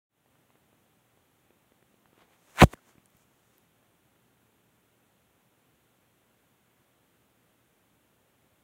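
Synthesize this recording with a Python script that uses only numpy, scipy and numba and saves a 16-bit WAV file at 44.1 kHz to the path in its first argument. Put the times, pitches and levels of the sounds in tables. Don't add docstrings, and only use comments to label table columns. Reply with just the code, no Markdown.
import sys
import numpy as np
from scipy import signal
from scipy.fft import rfft, irfft, next_fast_len
from scipy.io import wavfile
from scipy.ndimage import uniform_filter1d
from numba import njit

SR = 44100
rng = np.random.default_rng(int(sys.argv[2]) if len(sys.argv) > 2 else 0)


def store_pcm(level_fs):
    pcm = np.round(np.clip(level_fs, -1, 1) * 32767).astype(np.int16)
    wavfile.write(sys.argv[1], SR, np.atleast_2d(pcm).T)


N = 380583
TIME = np.arange(N) / SR

# press t/s, let-go t/s, gone t/s, rub level/dB, rub growth/(dB per s),
# light touch level/dB, hiss level/dB, open port f/Hz, closed port f/Hz, damping, muffle cut-off / port pitch
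FINGER_STROKES = [(2.620, 2.636, 2.70, -12.5, 700, -42, -29.5, 1900, 420, 1.2, 1.8),
                  (2.7344, 2.7374, 2.742, -38, 4000, -54, -50, 1000, 500, 3.7, 1.26)]
# t/s, level/dB, f/Hz
AIR_SHOVES = [(2.5865, -17, 1700), (2.5923, -15, 2400), (2.6103, 0, 2014), (2.6167, 0, 2900),
              (2.6194, 4, 640), (2.6245, 7, 235), (2.6288, 2, 600), (2.6342, 4.5, 660), (2.6383, 4, 135),
              (2.7351, -38, 1300), (2.7398, -36, 180)]
# t/s, level/dB, f/Hz
LOW_THUD = [(2.6452, -16, 51)]
# t/s, level/dB, f/Hz
GRIP_TAPS = [(.260, -48, 650), (.355, -49, 700), (.504, -47, 900), (.555, -45.5, 480), (.729, -47, 450),
             (1.174, -47.5, 400), (1.506, -45.5, 402), (1.72, -44.5, 443), (1.826, -46, 402),
             (1.942, -46, 384), (2.0575, -41, 1100), (2.13, -46, 350), (2.179, -44.5, 330),
             (2.954, -44, 278), (2.981, -43, 193), (3.149, -49, 150), (3.828, -55, 600), (4.16, -53, 1500),
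             (4.584, -55, 1400)]
# t/s, level/dB, f/Hz
CASE_TICKS = [(3.0585, -41.5, 9010), (3.1025, -48.5, 15020), (3.169, -43.5, 14000), (3.5815, -42, 12800)]
# t/s, level/dB, f/Hz
SKIN_SQUEAKS = [(2.753, -54, 1700), (2.775, -56, 1490), (2.789, -58, 1360)]
# peak t/s, rustle level/dB, swish level/dB, rise t/s, fall t/s
SLEEVE_SWEEPS = [(2.22, -60.5, -81, .11, 0.073), (2.338, -64.5, -74, 0.1, 0.078),
                 (2.50, -64, -67, 0.19, 0.56), (2.895, -63, -67, .11, 0.074),
                 (3.22, -73, -71.5, 0.22, 0.066), (3.55, -75.5, -76.5, 0.7, .2)]
# f/Hz, level/dB before the phone turns, level/dB after
HUM_TONES = [(118, -82, -82), (777, -88, -99.5), (1400.3, -97.5, -92), (14002, -98.5, -99)]
# f/Hz, level/dB
SKIN_COLOUR = [(300, -19), (2000, 0.5), (3400, 4.5), (5000, -2.5), (7000, 3.5), (11000, -2), (16000, -5)]
RUSTLE_COLOUR = [(60, -9.5), (200, -1), (700, 1), (1800, -4), (3500, -9), (5000, -20), (16000, -32)]
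SWISH_COLOUR = [(1000, -18.5), (5000, -7), (6500, 0.5), (8500, -3), (11000, -8.5), (16000, -9)]
AIR_COLOUR = [(20, -25.5), (40, -17), (65, -6), (120, -2), (200, -2), (400, -6), (1000, -11.5), (2000, -15),
              (3400, -17.5), (4900, -28), (6600, -23), (10000, -22.5), (14000, -22), (16000, -22)]


def finger_stroke(press, let_go, gone, rub_db, press_db_per_s, light_db, hiss_db,
                  open_hz, closed_hz, damping, muffle):
    touch_db_per_s, hiss_db_per_s, release_db_per_s = 400, 470, 3601
    before, after = np.maximum(press - TIME, 0), np.maximum(TIME - let_go, 0)
    fade_db = touch_db_per_s * (before + after)
    firm_db = rub_db - press_db_per_s * before - release_db_per_s * after
    rub_gain = undb(np.maximum(firm_db, light_db - fade_db))
    off_rim_db = np.maximum(-release_db_per_s * np.maximum(after - .0045, 0), -20 - fade_db)
    hiss_gain = undb(hiss_db - hiss_db_per_s * before + off_rim_db)
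    close_lag_s, close_s = .003, .002
    closed = .5 + .5 * np.tanh((TIME - press - close_lag_s) / close_s)
    octaves_down = 10 * before + 14 * after
    port_hz = np.clip(open_hz * (closed_hz / open_hz) ** closed * 2 ** -octaves_down, 50, 5000)
    rub, _ = resonate(slips(per_s=3500, spread_db=5.5), port_hz, float(damping))
    _, rub = resonate(rub, np.minimum(port_hz * muffle, SR / 3), np.sqrt(2))
    leak_hz = 90
    rub = signal.sosfilt(signal.butter(2, leak_hz, "highpass", fs=SR, output="sos"), rub)
    rub = rub / np.sqrt(np.abs(uniform_filter1d(rub ** 2, size=400)) + 1e-12)
    hiss = colour(slips(per_s=7000, spread_db=5), SKIN_COLOUR)
    return (TIME < gone) * (rub_gain * port_notch(rub) + hiss_gain * hiss)


def air_shoves():
    return knocks(AIR_SHOVES, cycles=3.26) + undb(-13) * snaps(AIR_SHOVES, fade_s=.012, top_hz=3400)


def thud(top_hz):
    soften = signal.butter(2, top_hz, fs=SR, output="sos")
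    return signal.sosfilt(soften, knocks(LOW_THUD, cycles=3.3, springback=False))


def grip_taps():
    return knocks(GRIP_TAPS, cycles=3.16) + undb(-7.5) * snaps(GRIP_TAPS, fade_s=.014, top_hz=3000)


def case_ticks():
    return knocks(CASE_TICKS, cycles=16) + undb(-16.5) * snaps(CASE_TICKS, fade_s=.0078, top_hz=15000)


def skin_squeaks():
    return knocks(SKIN_SQUEAKS, cycles=42)


def sleeve(swell_db):
    rustle = colour(slips(per_s=5600, spread_db=4.5), RUSTLE_COLOUR)
    swish = colour(slips(per_s=9000, spread_db=2.5), SWISH_COLOUR)
    rustle_gain = swish_gain = 0
    for peak, rustle_db, swish_db, rise, fall in SLEEVE_SWEEPS:
        motion = undb(-swell_db * np.maximum((peak - TIME) / rise, (TIME - peak) / fall))
        rustle_gain = np.maximum(rustle_gain, undb(rustle_db) * motion)
        swish_gain = np.maximum(swish_gain, undb(swish_db) * motion)
    return rustle_gain * rustle + swish_gain * swish


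def room_air(level_db):
    return undb(level_db) * colour(rng.standard_normal(N), AIR_COLOUR)


def appliance_hum(turn_s):
    out = 0
    for hz, *facing_db in HUM_TONES:
        drift = np.cumsum(rng.standard_normal(N)) * 2.509 / np.sqrt(SR)
        gain = undb(np.interp(TIME, turn_s, facing_db))
        out = out + np.sqrt(2) * gain * np.sin(2 * np.pi * hz * TIME + drift)
    return out


def slips(per_s, spread_db):
    happens = rng.random(N) < per_s / SR
    return unit(happens * rng.choice([-1, 1], N) * undb(spread_db * rng.standard_normal(N)))


def knocks(rows, cycles, springback=True):
    out, t = np.zeros(N), TIME[:SR // 5]
    loss = np.log(1000) / (2 * np.pi * cycles)
    for s, db, hz in rows:
        start, angle = int(s * SR), 2 * np.pi * hz * t
        swing = np.sin(angle) - springback * loss * (1 - np.cos(angle))
        out[start:start + len(t)] += undb(db) * swing * np.exp(-loss * angle)
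    return out


def snaps(rows, fade_s, top_hz):
    out, t = np.zeros(N), TIME[:SR // 20]
    for (s, db, _), noise in zip(rows, rng.standard_normal((len(rows), len(t)))):
        start = int(s * SR)
        out[start:start + len(t)] += undb(db) * noise * np.exp(-np.log(1000) * t / fade_s)
    return signal.sosfilt(signal.butter(5, top_hz, fs=SR, output="sos"), out)


@njit
def resonate(x, hz, damping):
    band, low = np.empty(len(x)), np.empty(len(x))
    band_memory = low_memory = 0.
    for i in range(len(x)):
        step = np.tan(np.pi * hz[i] / SR)
        band[i] = (band_memory + step * (x[i] + 1e-18 - low_memory)) / (1 + step * (step + damping))
        low[i] = low_memory + step * band[i]
        band_memory, low_memory = 2 * band[i] - band_memory, 2 * low[i] - low_memory
    return band, low


def port_notch(x, hz=5000, width_hz=2400):
    return signal.lfilter(*signal.iirnotch(hz, hz / width_hz, fs=SR), x)


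def colour(x, points):
    hz, db = np.transpose(points)
    size = next_fast_len(N)
    bin_hz = np.maximum(np.fft.rfftfreq(size, 1 / SR), 1)
    gain = undb(np.interp(np.log(bin_hz), np.log(hz), db))
    return unit(irfft(rfft(x, size) * gain, size)[:N])


def undb(db):
    return 10 ** (np.asarray(db) / 20)


def unit(x):
    return x / np.sqrt(np.mean(x ** 2))


def scene():
    strokes = sum(finger_stroke(*stroke) for stroke in FINGER_STROKES)
    bumps = port_notch(air_shoves() + grip_taps()) + thud(top_hz=159.45)
    handling = strokes + bumps + case_ticks() + skin_squeaks() + sleeve(swell_db=19.5)
    return (handling + room_air(level_db=-68) + appliance_hum(turn_s=(2.4, 3.6)))[None]


def record(dry):
    bottom_hz, top_hz, ceiling = 26, 15750, .9
    fade_in = np.interp(TIME, (.09, .17, .34), (0, .5, 1))
    lean = signal.sosfilt(signal.butter(2, bottom_hz, "highpass", fs=SR, output="sos"), dry)
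    rounded = lean / (1 + (lean / ceiling) ** 6) ** (1 / 6)
    return signal.sosfilt(signal.ellip(12, .1, 80, top_hz, fs=SR, output="sos"), fade_in * rounded)


dry = scene()
out = record(dry)
store_pcm(out)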